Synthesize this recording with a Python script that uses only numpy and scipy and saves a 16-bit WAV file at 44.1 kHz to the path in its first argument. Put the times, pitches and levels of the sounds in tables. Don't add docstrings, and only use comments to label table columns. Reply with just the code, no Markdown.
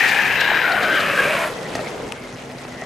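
import sys
import numpy as np
from scipy import signal
from scipy.io import wavfile
from scipy.ndimage import uniform_filter1d

SR = 44100
rng = np.random.default_rng(int(sys.argv[2]) if len(sys.argv) > 2 else 0)


def wrap_up_sound(samples):
    columns = np.atleast_2d(samples).T
    tamed = np.clip(columns, -1, 1)
    steps = np.round(tamed * 32767).astype(np.int16)
    wavfile.write(sys.argv[1], SR, steps)


def voltage_ratio(level):
    return 10 ** (np.asarray(level, float) / 20)


N = 125685


def rms_one(x):
    return x / np.sqrt(np.mean(x ** 2) + 1e-20)


def in_time(rows):
    s, *columns = np.transpose(rows)
    return [np.interp(np.arange(N) / SR, s, column) for column in columns]


def at_hz(points, hz):
    point_hz, value = np.transpose(points)
    return np.interp(np.log(hz), np.log(point_hz), value)


def drift(rate_hz):
    step = 40
    r = np.exp(-2 * np.pi * rate_hz * step / SR)
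    noise = rng.standard_normal(N // step + 2002)
    slow = signal.lfilter([1], [1, -2 * r, r * r], noise)[2000:]
    return np.interp(np.arange(N) / step, np.arange(len(slow)), rms_one(slow))


def pan(left_minus_right_db):
    half_db = np.asarray(left_minus_right_db) / 2
    return voltage_ratio(np.array([half_db, -half_db]))


def grit():
    stones_per_s, spread_db, texture = 4000, 3, 0.36
    size_db = spread_db * np.minimum(rng.exponential(1, (4, N)), 5)
    hit = rng.random((4, N)) < stones_per_s / SR
    return rms_one((voltage_ratio(size_db) * hit + texture) * rng.standard_normal((4, N)))


def coloured(source, spectrum, likeness, patchy_db, second=None, share=0):
    out, together = 0, drift(13.4)
    first_hz, last_hz = spectrum[0][0], spectrum[-1][0]
    edges = first_hz * 2 ** np.arange(0, np.log2(last_hz / first_hz), 1 / 3)
    tops = list(edges[1:]) + [last_hz + 1]
    for k, (low, high) in enumerate(zip(edges, tops)):
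        sos = signal.butter(2, [low, min(high, .45 * SR)], "band", fs=SR, output="sos")
        mid, side = signal.sosfilt(sos, source[k % 2::2])
        hz = np.sqrt(low * high)
        alike = np.clip(at_hz(likeness, hz), -1, 1)
        level_db = at_hz(spectrum, hz) * (1 - share) + at_hz(second or spectrum, hz) * share
        flicker_db = patchy_db * (together + 1.9 * drift(42))
        stereo = np.sqrt(1 + alike) * mid + np.sqrt(1 - alike) * side * [[1], [-1]]
        out = out + voltage_ratio(level_db + flicker_db) * stereo
    running_power = uniform_filter1d(np.mean(out ** 2, axis=0), size=SR // 2)
    return out / np.sqrt(running_power + 1e-20)


def sing(source, hz, width_hz, side_db):
    sos = signal.butter(1, width_hz / 2, fs=SR, output="sos")
    carrier = np.exp(2j * np.pi * np.cumsum(hz * np.ones(N)) / SR)
    slow = signal.sosfilt(np.vstack([sos, sos]), source * carrier.conj())
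    mid, side = [rms_one((v * carrier).real) for v in slow[:2]]
    return mid + voltage_ratio(side_db) * side * [[1], [-1]]


def ring(clicks, hz, t60_s):
    r, w = voltage_ratio(-60 / (t60_s * SR)), 2 * np.pi * hz / SR
    return signal.lfilter([0, np.sin(w)], [1, -2 * r * np.cos(w), r * r], clicks + 1e-18)


# [hz, relative_db_per_hz]
AIR_SPECTRUM = [(20, -19), (33, -20), (40, -8), (80, -12), (105, -9.5), (128, 5.5), (170, -13.5),
                (220, -25)]


def air():
    likeness = [(20, 0.9), (170, 1.0)]  # hz, left-right likeness
    rumble = coloured(rng.standard_normal((4, N)), AIR_SPECTRUM, likeness, patchy_db=0.3)
    return voltage_ratio(-43.5) * rumble * pan(-1.9)[:, None]


# [time_s, low_db, high_db]
RUMBLE = [(0.0, -36, -26), (0.78, -33.5, -40), (0.84, -30.5, -37), (1.44, -34.5, -36.5),
          (1.81, -33.5, -34.5), (2.12, -35.5, -39.5), (2.15, -40.5, -40.5), (2.85, -40.5, -40.5)]
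# [hz, relative_db_per_hz]
RUMBLE_LOW = [(53, -43), (90, -24), (125, -5), (183, 0.5), (217, 8), (241, 0), (270, 0), (507, 4),
              (1100, -6), (1430, -19), (2420, -40)]
# [hz, relative_db_per_hz]
RUMBLE_HIGH = [(530, -36), (900, -26), (1210, -5), (1310, -2.5), (2110, -6.5), (2470, -7.5), (3090, -10),
               (3710, -12), (6540, -16.5), (13500, -31)]
# [hz, left_right_likeness]
FAR_LIKENESS = [(60, 1), (180, 0.97), (550, 0.8), (1650, 0.54), (4970, 0.54), (15000, 1)]
# [time_s, pitch_hz, level_db]
FAR_WHINE = [(1.45, 1980, -70), (1.55, 1980, -43.5), (1.66, 1950, -39), (1.72, 1930, -48),
             (1.76, 1940, -44), (1.8, 2080, -52), (1.835, 2260, -41), (1.87, 2130, -33.5), (1.9, 2180, -55),
             (2.25, 2140, -43), (2.35, 1990, -56), (2.7, 2030, -51), (2.79, 1930, -39.5), (2.85, 1960, -40)]
# [time_s, pitch_hz, level_db]
FAR_DECK = [(1.5, 495, -28.5), (1.73, 595, -46), (1.76, 687, -23), (1.8, 640, -24.5), (1.845, 438, -27),
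            (1.89, 450, -52), (2.044, 435, -22.5), (2.284, 390, -56), (2.44, 616, -42), (2.5, 690, -40),
            (2.85, 744, -37.5)]


def far_roll():
    low_db, high_db = in_time(RUMBLE)
    whine_hz, whine_db = in_time(FAR_WHINE)
    deck_hz, deck_db = in_time([(1.45, 600, -77)] + list(FAR_DECK))
    white = rng.standard_normal((4, N))
    low = voltage_ratio(low_db + 3.5) * coloured(white, RUMBLE_LOW, FAR_LIKENESS, patchy_db=0.24)
    dull = signal.cheby2(12, 40, 13500, fs=SR, output="sos")
    high = voltage_ratio(high_db) * signal.sosfilt(dull, coloured(grit(), RUMBLE_HIGH, FAR_LIKENESS, patchy_db=1.0))
    whine = voltage_ratio(whine_db + 1.9 * drift(24)) * sing(white[::-1], whine_hz, width_hz=210, side_db=-10)
    deck = voltage_ratio(deck_db - 8.5) * sing(white[::-1], deck_hz, width_hz=107, side_db=-12)
    hum_hz, waver_hz, hum_db, hum_from_s, rise_s = 249.4, 1.83, -39.5, 2.03, 0.21
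    rise = np.clip((np.arange(N) / SR - hum_from_s) / rise_s, 0, 1)
    phase = 2 * np.pi * np.cumsum(hum_hz + waver_hz * drift(6.5)) / SR
    hum = voltage_ratio(hum_db + 1.6 * drift(12.0)) * rise * np.sin(phase)
    return pan(0.84)[:, None] * (low + high + whine + deck + hum)


# [start_s, level_db, ring_hz, left_minus_right_db]
TICKS = [(1.7526, -20, 4800, -.5), (1.7565, -20.5, 6350, -3), (2.1218, -16.5, 3030, 6.5),
         (2.1222, -25, 5700, 4), (2.585, -33.5, 4800, 14), (2.815, -33, 6200, -17)]


def ticks():
    sag_per_s, cycles_to_60db, crack_db, crack_s = 150, 8.8, -8, 0.0028
    low_share, low_db, low_at_s, low_length_s = 0.468, -7, 0.0018, 0.00062
    small_per_s, small_db = 13, -56
    out, age_s = np.zeros((2, N + SR)), np.arange(600) / SR
    draw = rng.random((int(small_per_s * N / SR), 4))
    small = [(a * N / SR, small_db + 9 * b, 3000 + 4500 * c, 6 * d - 1) for a, b, c, d in draw]
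    for start_s, level_db, hz, side_db in list(TICKS) + small:
        crack = voltage_ratio(crack_db - 20 * (age_s / crack_s) ** 2) * np.diff(rng.standard_normal(601))
        cycles = np.cumsum(hz * np.exp(-sag_per_s * age_s)) / SR
        body = np.sin(2 * np.pi * cycles) * voltage_ratio(-60 * (cycles / cycles_to_60db) ** 2.5)
        body = body * (1 - np.exp(-cycles / 0.15))
        low_swell = np.exp(-((age_s - low_at_s) / low_length_s) ** 2)
        low_ring = voltage_ratio(low_db) * np.sin(2 * np.pi * low_share * hz * age_s) * low_swell
        i = int(start_s * SR)
        out[:, i:i + 600] += voltage_ratio(level_db) * pan(side_db)[:, None] * (body + low_ring + crack)
    dull = signal.butter(4, 9100, fs=SR, output="sos")
    return signal.sosfilt(dull, out[:, :N] + 1e-18)


# [start_s, strike_db]
KNOCKS = [(0.515, -10.5), (1.7526, -8.5), (1.779, -19), (1.7915, -11.5), (1.806, -19), (1.835, -30),
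          (2.5, -22.5), (2.65, -20.5), (2.82, -18.5)]
# [pitch_hz, relative_db, t60_s]
DECK_MODES = [(235, -12.5, 0.025), (410, -16.5, 0.07), (640, -7.5, 0.038), (796, -9.5, 0.023),
              (1294, -14, 0.028), (1872, -16.5, 0.054), (2640, -20, 0.036)]


def knocks():
    start_s, strike_db = np.transpose(KNOCKS)
    luck_db = rng.normal(0, 2.6, (len(start_s), len(DECK_MODES)))
    out = np.zeros(N)
    for k, (hz, mode_db, t60_s) in enumerate(DECK_MODES):
        clicks = np.zeros(N)
        clicks[(start_s * SR).astype(int)] = voltage_ratio(strike_db + mode_db + luck_db[:, k]) * (-1) ** k
        out += ring(clicks, hz, t60_s)
    return out * pan(1.6)[:, None]


# [centre_s, level_db, length_s]
SPRAYS = [(0.088, -28, 0.02), (0.408, -24, 0.0054), (0.722, -29.5, 0.005), (0.833, -29, 0.0086),
          (1.004, -29.5, 0.008), (1.241, -32, 0.006), (1.761, -38, 0.0051)]
# [hz, relative_db_per_hz]
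SPRAY_SPECTRUM = [(1500, -16), (3000, 2), (4000, 5), (5200, -7.5), (7000, -9.5), (10000, -23), (15000, -13)]
# [hz, left_right_likeness]
LIKENESS = [(60, 0.79), (180, 0.94), (550, 0.5), (1650, 0.94), (4970, 0.9), (15000, 0.86)]


def sprays():
    tail_db, tail_s = -11, 0.03
    t, envelope = np.arange(N) / SR, np.zeros(N)
    for centre_s, level_db, length_s in SPRAYS:
        swell = np.exp(-((t - centre_s) / length_s) ** 2)
        tail = voltage_ratio(tail_db) * (t > centre_s) * np.exp(-abs(t - centre_s) / tail_s)
        envelope += voltage_ratio(level_db) * (swell + tail)
    return envelope * coloured(grit(), SPRAY_SPECTRUM, LIKENESS, patchy_db=0.6)


def scrape(stones):
    peak_s, rise_s, die_s = 0.395, 0.03, 0.21
    t = np.arange(N) / SR
    envelope = np.exp(-abs(t - peak_s) / np.where(t > peak_s, die_s, rise_s))
    return voltage_ratio(-29.5) * envelope * sing(stones, 3810, width_hz=410, side_db=-7.5)


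# [time_s, level_db]
ROAR = [(0, -19.5), (.3, -22.5), (.59, -19.5), (.628, -24), (.64, -19.5), (.7, -24.5), (.85, -22.5),
        (.95, -21), (1.1, -24), (1.42, -24.5), (1.5, -30.5), (1.58, -55)]
TURN_S = (0.32, 1.18)
# [hz, relative_db_per_hz]
FACING = [(1000, 6), (1200, -24.5), (1500, 1), (2000, 2.5), (2800, -9.5), (3300, -16), (4200, -18.5),
          (6000, -43), (11000, -48), (13200, -26.5), (14400, -25)]
# [hz, relative_db_per_hz]
PASSING = [(590, -46), (1000, -29), (1280, -1.5), (1620, 0.5), (2040, -0.5), (2550, -6), (3050, -7.5),
           (5220, -21), (9850, -24), (14400, -30)]
# [time_s, pitch_hz, level_db]
WHINE = [(0, 1855, -23), (.08, 1830, -21), (.15, 1670, -29), (.18, 1704, -15.5), (.26, 1693, -22.5),
         (.34, 1660, -17.5), (.375, 1625, -35), (.41, 1640, -19.5), (.58, 1580, -22), (.628, 1550, -28),
         (.64, 1510, -17), (.72, 1450, -23), (.9, 1536, -24), (.98, 1564, -22.5), (1.04, 1800, -30),
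         (1.15, 1600, -30), (1.2, 1626, -18), (1.28, 1580, -29), (1.44, 1410, -31.5), (1.55, 1360, -45)]
# [time_s, pitch_hz, level_db]
DECK = [(0, 780, -35), (.09, 846, -29.5), (.2, 840, -32.5), (.4, 654, -39.5), (.62, 715, -35),
        (.68, 745, -27), (.85, 696, -27.5), (.95, 577, -28.5), (1.1, 563, -30.5), (1.25, 530, -27),
        (1.38, 640, -28), (1.46, 640, -27.5), (1.55, 563, -39)]
# [time_s, pitch_hz, level_db]
UPPER = [(0, 2470, -23.5), (.3, 2490, -25.5), (.5, 2930, -31), (.62, 2600, -45), (.88, 3200, -47),
         (.95, 3170, -26), (1.05, 2630, -30), (1.28, 2450, -25), (1.43, 2300, -30.5), (1.53, 2300, -60)]
# [time_s, pitch_hz, level_db]
LOWER = [(0, 870, -33.5), (.42, 930, -33.5), (.5, 930, -27), (.65, 950, -34), (.9, 1340, -30.5),
         (1.1, 1220, -27.5), (1.42, 1030, -28.5), (1.53, 1070, -35)]
# [time_s, level_db]
HISS_LEVEL = [(0, -49), (.1, -41.5), (.25, -62), (.8, -47.5), (1.0, -56), (1.2, -45), (1.45, -42.5),
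              (1.55, -42)]
# [hz, relative_db_per_hz]
HISS_SPECTRUM = [(6000, -5), (8000, -6), (9000, 1), (10500, -2.5), (11800, -10), (13000, -15), (15000, -20)]
# [time_s, left_minus_right_db]
PASS_BY = [(0, 6.5), (.6, 5), (1.05, 2.5), (1.45, 0.5)]


def near_roll():
    roar_db, hiss_db, side_db = in_time(ROAR)[0], in_time(HISS_LEVEL)[0], in_time(PASS_BY)[0]
    whine_hz, whine_db = in_time(WHINE)
    deck_hz, deck_db = in_time(DECK)
    upper_hz, upper_db = in_time(UPPER)
    lower_hz, lower_db = in_time(LOWER)
    t, stones = np.arange(N) / SR, grit()
    turn = np.interp(t, TURN_S, [0, 1])
    roll = voltage_ratio(roar_db) * coloured(stones, FACING, LIKENESS, 0.44, PASSING, turn)
    wobbling_hz = whine_hz + 11 * drift(29)
    lumpy_db = whine_db + 1.5 * drift(58)
    roll += voltage_ratio(lumpy_db) * sing(stones[::-1], wobbling_hz, width_hz=138, side_db=-31)
    roll += voltage_ratio(deck_db + 0.51 * drift(1.5)) * sing(stones[1:], deck_hz, width_hz=149, side_db=-31)
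    roll += voltage_ratio(upper_db) * sing(stones[2:], upper_hz, width_hz=540, side_db=-15.5)
    roll += voltage_ratio(lower_db) * sing(stones[2:], lower_hz, width_hz=270, side_db=-16)
    roll += voltage_ratio(hiss_db) * coloured(stones[::-1], HISS_SPECTRUM, LIKENESS, patchy_db=0.81)
    roll += scrape(stones)
    fade_from_s, fade_db_per_s = 1.475, 200
    fade = voltage_ratio(-fade_db_per_s * np.maximum(t - fade_from_s, 0))
    return pan(side_db) * (fade * roll + sprays())


def scene():
    return air() + far_roll() + ticks() + knocks() + near_roll()


def top_cut(x):
    return signal.sosfilt(signal.butter(12, 15710, fs=SR, output="sos"), x)


def record(dry):
    low_pass = signal.cheby2(22, 70, 14900, fs=SR, output="sos")
    mix = signal.sosfilt(low_pass, dry)
    return top_cut(mix)


dry = scene()
out = record(dry)
wrap_up_sound(out)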